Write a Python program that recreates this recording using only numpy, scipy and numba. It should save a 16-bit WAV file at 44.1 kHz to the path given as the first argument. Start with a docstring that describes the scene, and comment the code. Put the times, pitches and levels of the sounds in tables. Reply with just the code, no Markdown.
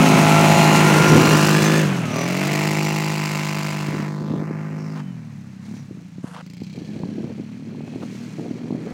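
"""On a frozen lake, a quad bike passes at full throttle, eases off for a bend, pulls away and revs far off.
Each four-stroke engine cycle gives two uneven gas pulses that boom, bark and rasp in the exhaust.
Tyres hiss on the ice, the air intake honks, spinning parts whine and whistle; the far engine clatters.
Gusts buffet the microphone of a small handheld camera, which rounds the loudest peaks.
A few dry scuffs sound close by."""
import sys
import numpy as np
from scipy import signal
from scipy.fft import rfft, irfft, next_fast_len
from scipy.io import wavfile
from scipy.ndimage import uniform_filter1d
from numba import njit

SR = 44100
rng = np.random.default_rng(int(sys.argv[2]) if len(sys.argv) > 2 else 0)


def file_out(sig):
    """Save sig as 16-bit WAV at sys.argv[1]."""
    # one column per channel
    cols = np.atleast_2d(sig).T
    # limit, then scale
    lim = np.clip(cols, -1, 1)
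    pcm = np.round(lim * 32767).astype(np.int16)
    wavfile.write(sys.argv[1], SR, pcm)


N = 393813
TIME = np.arange(N) / SR


def gain(db):
    """Turn decibels into a multiplier."""
    return 10 ** (np.asarray(db) / 20)


def curves(table):
    """Join a table's rows with straight lines in time: one curve per column after the first."""
    times, *columns = np.transpose(table)
    return [np.interp(TIME, times, column) for column in columns]


def swells(events, attack_s, release_s):
    """A gain that rises, holds and falls for each (start/s, length/s, level/dB) event."""
    return sum(gain(db) * np.clip(np.minimum((TIME - s) / attack_s, (s + length - TIME) / release_s), 0, 1)
               for s, length, db in events)


def colour(x, points):
    """Shape a sound's tone with a curve of (f/Hz, level/dB) points."""
    hz, db = np.transpose(points)
    size = next_fast_len(N // 2 + SR // 2) * 2
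    freq = np.maximum(np.arange(size // 2 + 1) * SR / size, 1)
    cepstrum = irfft(np.log(gain(np.interp(np.log(freq), np.log(hz), db))))
    # make the filter ring only after a sound, never before it
    cepstrum[1:size // 2] *= 2
    cepstrum[size // 2 + 1:] = 0
    return irfft(rfft(x, size) * np.exp(rfft(cepstrum)))[:N]


def band(x, low_hz, high_hz):
    """Keep what lies between two frequencies."""
    return signal.sosfilt(signal.butter(3, [low_hz, high_hz], "band", fs=SR, output="sos"), x)


def one_side(x, side, hz, order=3):
    """Keep the "low" or "high" side of a frequency without delaying the sound."""
    return signal.sosfiltfilt(signal.butter(order, hz, side, fs=SR, output="sos"), x)


def ring(x, hz, width):
    """A resonance: it keeps one pitch and weakens the others."""
    return signal.lfilter(*signal.iirpeak(hz, hz / width, fs=SR), x)


@njit
def moving_ring(x, hz, width):
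    """A resonance whose pitch and width can move."""
    y, band_state, low_state = np.empty(len(x)), 0., 0.
    damping = width / hz
    for i in range(len(x)):
        tuning = np.tan(np.pi * hz[i] / SR)
        swing = (band_state + tuning * (x[i] - low_state)) / (1 + tuning * (tuning + damping[i]))
        band_state = 2 * swing - band_state
        low_state += 2 * tuning * swing
        y[i] = damping[i] * swing
    return y


def strength(x, size=5000):
    """Average (rms) size of a sound over a few engine cycles."""
    return np.sqrt(np.abs(uniform_filter1d(uniform_filter1d(x ** 2, size), size)) + 1e-18)


def follow(x, db):
    """Make a sound follow a level curve."""
    return x / strength(x) * gain(db)


def decay(x, time_s):
    """Give every pulse a fading tail."""
    return signal.lfilter([1], [1, -np.exp(-1 / (time_s * SR))], x)


def unit(x):
    """Scale to a typical size of 1."""
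    return x / np.std(x)


def noise():
    """White noise."""
    return rng.standard_normal(N)


def wander(rate):
    """Drift smoothly to a new random value `rate` times a second."""
    step = int(SR / rate)
    return unit(uniform_filter1d(np.repeat(rng.standard_normal(N // step + 1), step)[:N], step))


# When the rider lets go of the throttle: start/s, end/s
THROTTLE_LIFTS = [(1.805, 2.09), (4.98, 5.6), (5.78, 6.41)]

def throttle_shut(close_s=.08, open_s=.06):
    """How far the throttle is shut: 0 is wide open, 1 is closed."""
    return sum(np.clip(np.minimum((TIME - start) / close_s, 1 - (TIME - end) / open_s), 0, 1)
               for start, end in THROTTLE_LIFTS)


def firings(revs, second_push, second_lag_cycles=.302, scatter_db=.62, jitter_s=.00003):
    """Two pulses a cycle: gas bursts out of the cylinder, then the piston pushes out the rest."""
    elapsed = np.cumsum(revs) / SR
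    cycles = np.arange(int(elapsed[-1]))
    pulses = np.zeros(N)
    for lag, push in ((0, np.ones(N)), (second_lag_cycles, second_push)):
        early_late, weak_strong = rng.standard_normal((len(cycles), 2)).T
        at = np.interp(cycles + lag, elapsed, np.arange(N))
        at = np.clip(at + jitter_s * SR * early_late, 0, N - 2)
        i = at.astype(int)
        height = push[i] * gain(scatter_db * weak_strong)
        pulses[i] += height * (1 - at + i)  # shared between two neighbouring samples
        pulses[i + 1] += height * (at - i)
    return pulses


# Engine cycles per second: t/s, f/Hz
ENGINE_SPEED = [(0, 53.8), (.12, 51.83), (.22, 52.07), (.6, 52.16), (.87, 51.72), (1.0, 51.13),
                (1.22, 51.9), (1.4, 50.92), (1.76, 52.78), (1.81, 52.4), (2.09, 36.45), (2.27, 44.21),
                (2.53, 50.6), (2.75, 51.35), (3.08, 51.85), (3.25, 51.1), (3.6, 50.68), (3.85, 50.26),
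                (4.1, 50.3), (4.45, 51.96), (4.7, 51.73), (4.97, 52.2), (5.2, 38.8), (5.55, 31.33),
                (5.75, 36.9), (6.0, 29.04), (6.27, 25.2), (6.44, 26.79), (6.73, 33.18), (7.0, 35.93),
                (7.36, 35.64), (7.54, 37.32), (7.95, 37.06), (8.05, 39.65), (8.35, 39.22), (8.93, 41.45)]

def engine(equal_pulses_hz=41.8, growth=1.75):
    revs = curves(ENGINE_SPEED)[0]
    return revs, firings(revs, np.minimum(revs / equal_pulses_hz, 1) ** growth)


# How far away the quad is: t/s, distance/m
DISTANCE = [(0, 3.6), (.6, 3.4), (1.2, 3.79), (1.85, 4.8), (2.25, 8.46), (2.8, 7.5), (3.3, 10.44),
            (4.0, 11.96), (4.95, 15.9), (5.4, 19.5), (6.4, 22.2), (7.2, 26.7), (8.93, 24.8)]

def heard_db(revs, shut, source_db, shut_db, snow_db_per_m, full_revs_hz=52, db_per_octave=7):
    """The exhaust gets louder with revs and throttle, quieter with distance over the snow."""
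    metres = curves(DISTANCE)[0]
    at_pipe_db = source_db + db_per_octave * np.log2(revs / full_revs_hz) + shut_db * shut
    return at_pipe_db - 20 * np.log10(metres) - snow_db_per_m * metres


# What changes as the quad turns:
# t/s, roughness/0-1, pulsing share of the rush/0-1, bark's boosted f/Hz, growl level/dB, bark level/dB
HEADING = [(0, 0.6, 0, 800, 2.5, -2.5), (.55, 0.56, 0.03, 770, -1, 1.5), (1.0, 0.52, 0.05, 990, 4.5, -3),
           (1.4, 0.27, .35, 1150, 3.5, -1.5), (1.8, 0.42, 0.41, 1335, 4.5, -7.5),
           (2.1, 0.6, 0.42, 514, 8, 4), (2.8, .06, 0.61, 825, 4.5, 0.5), (3.6, 0, 0.58, 1060, 0.5, 5),
           (4.1, 0.25, 0.29, 1080, 3.5, 1.5), (4.95, 0.2, 0.14, 1259, 1.5, -0.5),
           (5.35, 0.37, .55, 946, -11, 0), (5.7, 0.47, 0.02, 898.4, -17, -4), (6.5, 0.53, .92, 860, 5, -1),
           (6.9, 0.57, 0.02, 850, -9, -3), (8.93, 0.73, .1, 867.8, 8.5, 6)]
# Tone of the silencer and of the header, the pipe leaving the engine: f/Hz, level/dB
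SILENCER_TONE = [(50, -34.5), (100, -7), (150, 4), (185, 7.5), (210, -3.5), (260, -8), (320, -16),
                 (450, -58), (1200, -57)]
HEADER_TONE = [(100, -58), (230, 5), (300, 5), (365, 3.5), (415, 5.5), (480, -1.5), (600, 1), (1500, -67)]
# Pitches the tailpipe rings at: f/Hz, width/Hz, level/dB
TAILPIPE_RINGS = [(574, 71, 40), (652, 100, 44), (828, 61, 39), (961, 76, 34), (1194, 63, 20),
                  (1350, 60, 20.5), (1450, 91, 17), (1700, 81, 21)]

def exhaust(pulses, revs, shut, least_roughness=.2, bark_roughness=.85, vowel_db=3):
    """The pulses boom in the silencer, growl in the header and bark in the tailpipe."""
    roughness, _, vowel_hz, growl_db, bark_db = curves(HEADING)
    swirl = np.hypot(roughness, least_roughness) * strength(pulses) * noise()  # fills the gaps
    boom = colour(pulses + swirl, SILENCER_TONE)
    growl = colour(pulses + swirl, HEADER_TONE)
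    jet = pulses + bark_roughness * swirl
    bark = -band(sum(gain(db) * ring(jet, hz, width) for hz, width, db in TAILPIPE_RINGS), 448, 6200)
    bark += gain(vowel_db) * moving_ring(bark, vowel_hz, width=240.)  # its vowel shifts as the quad turns
    boom_db = heard_db(revs, shut, source_db=-3.5, shut_db=-.087, snow_db_per_m=.038)
    growl_db += heard_db(revs, shut, source_db=-8.5, shut_db=-8, snow_db_per_m=.74)
    bark_db += heard_db(revs, shut, source_db=-2, shut_db=-9, snow_db_per_m=1.25)
    return follow(boom, boom_db) + follow(growl, growl_db) + follow(bark, bark_db)


# Tone of the escaping gas: f/Hz, level/dB
GAS_TONE = [(300, -22), (600, -13), (1100, -9), (1600, -5), (2150, 1.5), (2750, -.5), (3400, -12),
            (3900, -10), (4800, -4.5), (5500, -9), (6200, -13), (7200, -9.5), (8000, -14), (8900, -21),
            (15500, -20)]
# Pitches the pipe's mouth rings at: f/Hz, width/Hz, level/dB
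MOUTH_RINGS = [(2130, 200, -6), (2730, 140, -5), (4150, 250, -11), (4870, 220, -8), (7380, 300, -11)]

def gas(pulses, puffs, crack):
    """Each pulse leaves the pipe as a sharp crack with a noisy puff behind it."""
    jet = noise() * puffs / strength(puffs) + crack * pulses / strength(pulses)
    jet = colour(jet / np.hypot(1, crack), GAS_TONE)
    return jet + sum(gain(db) * ring(jet, hz, width) for hz, width, db in MOUTH_RINGS)


# Tone of the tyres on the ice: f/Hz, level/dB
TYRE_TONE = [(60, -20), (150, -7), (300, -3), (800, -4.5), (1600, -3.5), (2700, .5), (3200, -4), (3750, -6),
             (4080, -3.5), (4500, -8), (5000, -9), (6300, -7), (8500, -14), (11000, -19), (15500, -26)]

def tyres(grit_db=2, spray_db=1):
    """Tyres throw snow with a gritty, uneven hiss."""
    return colour(unit(noise() * gain(grit_db * wander(900) + spray_db * wander(40))), TYRE_TONE)


# Rush of gas and tyres with the throttle open: t/s, level/dB, treble offset/dB
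RUSH_LEVELS = [(0, -21.5, -6.5), (.65, -21.5, -5.5), (1.25, -21.5, -6), (1.45, -21, -5), (1.8, -25, -6),
               (2.15, -32, -5.5), (2.55, -26.5, -6), (3.1, -30, -5), (3.3, -29.5, -5.5), (3.7, -33, -4.5),
               (4.04, -39.5, -7.5), (4.2, -48, -8), (4.6, -48.5, -11), (5.05, -50, -5.5), (5.55, -52.5, -3),
               (5.75, -52.5, -2.5), (6.65, -57, 1.5), (7.2, -55, -5), (7.75, -57, -5.5), (8.15, -49.5, -2),
               (8.72, -53.5, -6.5), (8.93, -47.5, -7.5)]

def rush(pulses, shut, puff_s=.0022, jet_s=.0013, split_hz=3200, crackle_db=2.3,
         shut_db=-4, treble_shut_db=-2.5, absorption=.27, near_db=-34, clear_db=-4):
    """Gas and tyres blend into a lower rasp and a higher hiss; both drop when the throttle shuts."""
    level_db, treble_db = curves(RUSH_LEVELS)
    level_db += shut_db * shut
    gas_share = np.clip(curves(HEADING)[1] * (1 - shut), 0, 1)

    def blend(puffs, crack):
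        return np.sqrt(gas_share) * gas(pulses, puffs, crack) + np.sqrt(1 - gas_share) * tyres()

    puffs = decay(pulses, puff_s)
    rasp = blend(puffs, crack=.6)
    rasp = (rasp - one_side(rasp, "high", split_hz)) / strength(band(rasp, 1900, 3100))
    # when the treble is screened off, the rasp gets duller too
    tilt_db = np.minimum(treble_db - clear_db, 0)
    body = one_side(rasp, "low", 2100)
    rasp = body * gain(-tilt_db) + (rasp - body) * gain(tilt_db)
    # the jet's hiss builds a little later
    late_puffs = decay(puffs, jet_s) * gain(crackle_db * wander(120))
    hiss = one_side(blend(late_puffs, crack=0), "high", split_hz)
    # the very top comes at the start of each puff; air soaks it up when the quad is far and faint
    top = one_side(hiss, "high", 8500, order=2)
    spit = (puffs / strength(puffs) + 1e-9) ** (gas_share / 2)
    hiss += top * (spit * gain(absorption * (level_db - near_db)) - 1)
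    return rasp * gain(level_db) + follow(hiss, level_db + treble_db + treble_shut_db * shut)


# A dip that slides through the treble: t/s, f/Hz, width/Hz, depth/0-1
TREBLE_DIP = [(0, 1800, 500, 0.5), (.5, 1650, 450, 0.53), (.75, 1550, 400, 0.33), (1.05, 1895, 450, 0.15),
              (1.4, 2120, 500, 0.87), (1.8, 2150, 496, .4), (2.3, 1570, 452, 0.4), (3.0, 1685, 452.5, 0.58),
              (3.8, 1909, 598.7, 0.26), (4.03, 2680, 1500, 0), (4.13, 2700, 1700, 0.8),
              (4.21, 2234, 1700, 0.66), (4.34, 2197, 1703, 0.5), (4.48, 3470, 1720, 1),
              (4.65, 3687, 1700, .5), (4.95, 3205, 1704, 0.71), (5.7, 2780, 1700, 0.5),
              (6.2, 2800, 1695, 0.4), (7.4, 2700, 1700, 0), (8.93, 2691, 1700, 0.38)]

def sliding_dip(x):
    """Weaken one moving band, so the quad dulls and brightens as it travels."""
    hz, width, depth = curves(TREBLE_DIP)
    return x - depth * moving_ring(x, hz, width)


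# Honk of the air box, where the engine breathes in: t/s, f/Hz, level/dB
INTAKE_HONK = [(0, 267, -16), (.22, 257.8, -21), (.45, 262, -27.5), (1.0, 257, -32), (1.6, 262, -33),
               (2.1, 257, -43), (3.4, 255, -41), (4.1, 251, -47.5), (4.95, 275, -35), (5.2, 205, -41),
               (5.58, 189.4, -44), (5.73, 208, -28.5), (5.86, 207, -49), (6.15, 173, -59),
               (6.4, 152.4, -73), (6.6, 168.1, -40.5), (6.95, 207.2, -33), (7.6, 215, -32.5),
               (8.1, 227.5, -33), (8.93, 240, -32.5)]

def intake(revs, width_hz=70.):
    """One gulp of air a cycle makes the air box honk."""
    hz, db = curves(INTAKE_HONK)
    gulps = firings(revs, second_push=np.zeros(N))
    roughness = curves(HEADING)[0]
    air = gulps + roughness * strength(gulps) * noise()
    return follow(moving_ring(moving_ring(air, hz, width_hz), hz, width_hz), db)


def spin(hz, revs, waver, ripple_rad):
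    """Angle of a spinning part whose speed wavers, and ripples with each engine cycle."""
    angle = 2 * np.pi * np.cumsum(hz * (1 + waver * wander(300))) / SR
    return angle + ripple_rad * np.sin(2 * np.pi * np.cumsum(revs) / SR)


# Whine of the drive: t/s, f/Hz, level/dB, overtone level/dB
DRIVE_WHINE = [(0, 1309, -29, -38), (.14, 1308, -35.5, -33), (.3, 1369, -27.5, -44),
               (.5, 1380, -28.5, -31.5), (.62, 1395, -32, -30), (.78, 1396, -28, -33),
               (.98, 1421, -25, -44), (1.33, 1406, -30.5, -30), (1.47, 1449, -40, -53),
               (1.56, 1698, -32, -38), (1.78, 1753, -30.5, -41), (1.88, 1590, -47, -47),
               (2.1, 1233, -38, -54), (2.22, 1162, -37, -40), (2.45, 1151, -59, -61)]
# Its overtones, the higher tones above it: multiple of f, level offset/dB
WHINE_OVERTONES = [(2, 0), (3, -6), (5, -6)]

def whine(revs, flutter_db=2):
    """The drive sings with fluttering metallic tones until the quad turns away."""
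    hz, main_db, overtone_db = curves(DRIVE_WHINE)
    angle = spin(hz, revs, waver=.0077, ripple_rad=.7)
    tones = [(.99, main_db)]  # the lowest tone is slightly flat
    tones += [(multiple, overtone_db + db) for multiple, db in WHINE_OVERTONES]
    sound = sum(np.sin(multiple * angle) * gain(db + flutter_db * wander(34.62)) for multiple, db in tones)
    near = TIME < DRIVE_WHINE[-1][0]
    return near * np.sqrt(2) * sound


# Tone of the lake's background: f/Hz, level/dB
LAKE_TONE = [(30, -12), (120, 0), (300, -4), (600, -10), (2500, -15), (6000, -21), (15000, -42)]

def lake(level_db=-60):
    """A faint, low hush that slowly rises and falls."""
    return unit(colour(noise(), LAKE_TONE)) * gain(level_db + wander(1.75))


# Whistles of the running gear: start/s, length/s, first f/Hz, last f/Hz, level/dB
GEAR_WHISTLES = [(0.947, 0.6, 5790, 5770, -38.5), (1.506, 0.35, 6050, 6470, -41),
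                 (2.098, 0.18, 5897, 5900, -37.5), (2.589, 0.52, 7030, 7400, -48),
                 (2.759, 0.26, 5710, 5895, -45), (3.099, 0.57, 7500, 7140, -53),
                 (4.97, 0.22, 3160, 2880, -62), (5.722, 0.14, 6050, 5660, -60),
                 (6.75, 0.52, 1775, 1590, -64), (6.98, 0.4, 5700, 5550, -71), (7.34, .4, 5577, 6100, -76),
                 (7.759, 0.24, 2523, 2577, -59), (7.95, 0.44, 6350, 6440, -76), (8.42, .3, 5900, 5784, -69),
                 (8.762, 0.19, 2290, 2270, -66)]

def whistles(revs, flutter_db=3, fade_s=.07):
    """Spinning parts give short, thin, unsteady whistles that glide in pitch."""
    out = 0
    for s, length, first_hz, last_hz, db in GEAR_WHISTLES:
        hz = curves([(s, first_hz), (s + length, last_hz)])[0]
        angle = spin(hz, revs, waver=.015, ripple_rad=1.4)
        out += np.sin(angle) * swells([(s, length, db)], fade_s, fade_s)
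    return np.sqrt(2) * out * gain(flutter_db * wander(35.1))


# Tone of wind on the microphone: f/Hz, level/dB
WIND_TONE = [(30, -27), (70, -23.5), (120, -0.5), (190, -1.5), (280, 1), (450, -6.5), (700, -17),
             (1200, -38), (3000, -83)]
# Gusts of wind: start/s, length/s, level/dB
WIND_GUSTS = [(.98, 0.12, -21), (1.07, 0.13, -14.5), (1.19, 0.2, -16.5), (3.87, 0.12, -29),
              (4.18, 0.14, -40), (4.29, 0.16, -30.5), (4.48, 0.043, -32), (4.7, 0.18, -49),
              (5.88, 0.16, -46.5), (6.74, 0.3, -38.5), (6.99, 0.22, -36), (7.19, 0.15, -32.5),
              (7.32, 0.16, -44), (7.65, 0.26, -38), (7.9, 0.18, -36), (8.08, .28, -43), (8.37, 0.69, -35.5)]
FLAP_BAND_HZ = (412, 796)

def gusts(eddy_db=3.5, surge_db=1.5, tear_db=-25):
    """Swirls of air rumble on the microphone, with a tearing sound at their peaks."""
    flutter = gain(eddy_db * wander(90) + surge_db * wander(25))
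    rumble = unit(colour(noise() * flutter, WIND_TONE))
    tearing = unit(band(noise(), *FLAP_BAND_HZ) * flutter ** 2)
    return (rumble + gain(tear_db) * tearing) * swells(WIND_GUSTS, attack_s=.015, release_s=.021)


# Single slaps of wind: t/s, relative thump level/dB, relative flap level/dB
WIND_BUFFETS = [(3.884, -14, -23), (3.92, -30, -35), (3.968, -24, -44), (3.996, -13, -36),
                (4.026, -17, -27), (4.214, -13.5, -35), (4.283, -20, -37), (4.311, -11, -34),
                (4.337, -11.5, -22), (4.358, -13.5, -31), (4.39, -17, -35), (4.423, -16, -32),
                (4.508, -12.5, -30), (4.733, -21, -44), (5.909, -20, -52), (5.971, -25, -52),
                (6.182, -20, -49), (6.241, -12.5, -33), (6.618, -14, -36), (6.777, -16.5, -34),
                (6.819, -18.5, -44), (6.889, -16.5, -42), (6.95, -26, -44), (7, -16, -39),
                (7.016, -21, -33), (7.033, -11.5, -22.5), (7.054, -19, -42), (7.088, -14, -42),
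                (7.115, -21, -38), (7.182, -18, -39), (7.205, -15, -43), (7.232, -18, -40),
                (7.241, -10.5, -28), (7.272, -27, -39), (7.299, -19, -32), (7.397, -17, -48),
                (7.67, -23.5, -39), (7.747, -20, -32), (7.806, -21, -30), (7.834, -16.5, -42),
                (7.877, -19, -29), (7.935, -23, -27), (7.958, -13.5, -33), (8.032, -16, -27),
                (8.15, -21, -49), (8.33, -23.5, -50), (8.394, -16.5, -26), (8.481, -21, -28),
                (8.509, -11.5, -38), (8.616, -20, -44), (8.655, -21, -34), (8.705, -11.5, -23),
                (8.724, -12, -28), (8.825, -19, -42)]

def buffets(thump_hz=223, pitch_spread=.19, thump_s=.0022, flap_s=.0016, thump_db=-1.5, flap_db=-3):
    """The strongest swirls hit the microphone as a low thump with a flapping edge."""
    flap = band(noise(), *FLAP_BAND_HZ)
    t = np.arange(SR // 20) / SR
    slaps = np.zeros(N)

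    def burst(air, rise_s, peak_db):
        shaped = air * t ** 2 * np.exp(-2 * t / rise_s)
        return shaped / np.abs(shaped).max() * gain(peak_db)

    for s, low_db, edge_db in WIND_BUFFETS:
        detune, phase = rng.uniform(-1.02, 1, 2)
        thump = np.sin(2 * np.pi * thump_hz * (1 + pitch_spread * detune) * t + np.pi * phase)
        span = slice(int(s * SR), int(s * SR) + len(t))
        slaps[span] += burst(thump, thump_s, low_db + thump_db)
        slaps[span] += burst(flap[span], flap_s, edge_db + flap_db)
    return band(slaps, 104, 2300)


# Soft swishes far off: start/s, length/s, first f/Hz, last f/Hz, level/dB
FAR_SWISHES = [(4.017, 0.3, 4200, 4400, -58), (4.24, 0.18, 3700, 3450, -57.5),
               (4.752, 0.23, 5616, 4745, -57)]

def swishes(pulses, width_hz=1100., fade_s=.05, puff_s=.0054):
    """Narrow bands of the exhaust's pulsing hiss slide in pitch."""
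    out, puffs = 0, decay(pulses, puff_s)
    for s, length, first_hz, last_hz, db in FAR_SWISHES:
        hz = curves([(s, first_hz), (s + length, last_hz)])[0]
        hiss = moving_ring(moving_ring(noise() * puffs, hz, width_hz), hz, width_hz)
        out += unit(hiss) * swells([(s, length, db)], fade_s, fade_s)
    return out


# Tone of a dry rub: f/Hz, level/dB
RUB_TONE = [(290, -64), (500, -0.5), (552, -10), (990, -5.5), (1470, -9), (2430, -22), (2680, -16.5),
            (6480, -31), (11900, -50), (15000, -47)]
# Scuffs close by: start/s, length/s, rub level/dB, powder level/dB
NEAR_SCUFFS = [(4.943, 0.07, -41.5, -75), (6.225, .13, -45.5, -57.5), (6.334, 0.087, -40.5, -68),
               (8.016, 0.027, -40, -71)]

def scuffs(grain_db=3, attack_s=.017, release_s=.0064):
    """Short grainy rubs with a powdery hiss, like a boot on packed snow."""
    grains = noise() * gain(grain_db * wander(600))
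    rub = swells([(s, length, db) for s, length, db, _ in NEAR_SCUFFS], attack_s, release_s)
    powder = swells([(s, length, db) for s, length, _, db in NEAR_SCUFFS], attack_s, release_s)
    return unit(colour(grains, RUB_TONE)) * rub + unit(band(grains, 2182, 10400)) * powder


# Thin treble bands in the far engine's pulsing clatter: f/Hz, width/Hz, level/dB
CLATTER_BANDS = [(2350, 420, 0), (3250, 520, -2.5), (4200, 850, -2.5), (5850, 600, -11)]
# The clatter is heard once the far quad turns back: t/s, level/dB
CLATTER_LEVELS = [(6.38, -95), (6.48, -63), (6.65, -53), (6.95, -55.5), (7.55, -62), (8.2, -57.5),
                  (8.93, -57.5)]

def clatter(pulses, rattle_s=.009):
    """Each firing gives a short burst of noise, heard across the ice as a thin, high clatter."""
    rattle = noise() * decay(pulses, rattle_s)
    bands = sum(gain(db) * ring(ring(rattle, hz, width), hz, width) for hz, width, db in CLATTER_BANDS)
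    return follow(bands, curves(CLATTER_LEVELS)[0])


def scene():
    """Add the quad, the wind, the scuffs and the lake's hush into one channel."""
    revs, pulses = engine()
    shut = throttle_shut()
    quad = sliding_dip(exhaust(pulses, revs, shut) + rush(pulses, shut))
    quad += intake(revs) + clatter(pulses) + whine(revs) + whistles(revs) + swishes(pulses)
    return (quad + gusts() + buffets() + scuffs() + lake())[None]


def record(dry, bass_cut_hz=45, ceiling=.72, top_hz=15900):
    """The camera cuts the deep bass, rounds the loudest peaks and cuts the highest treble."""
    thinned = one_side(dry, "high", bass_cut_hz, order=1)
    rounded = thinned / (1 + (thinned / ceiling) ** 8) ** (1 / 8)
    return signal.sosfilt(signal.ellip(10, .2, 70, top_hz, fs=SR, output="sos"), rounded)


dry = scene()
out = record(dry)
file_out(out)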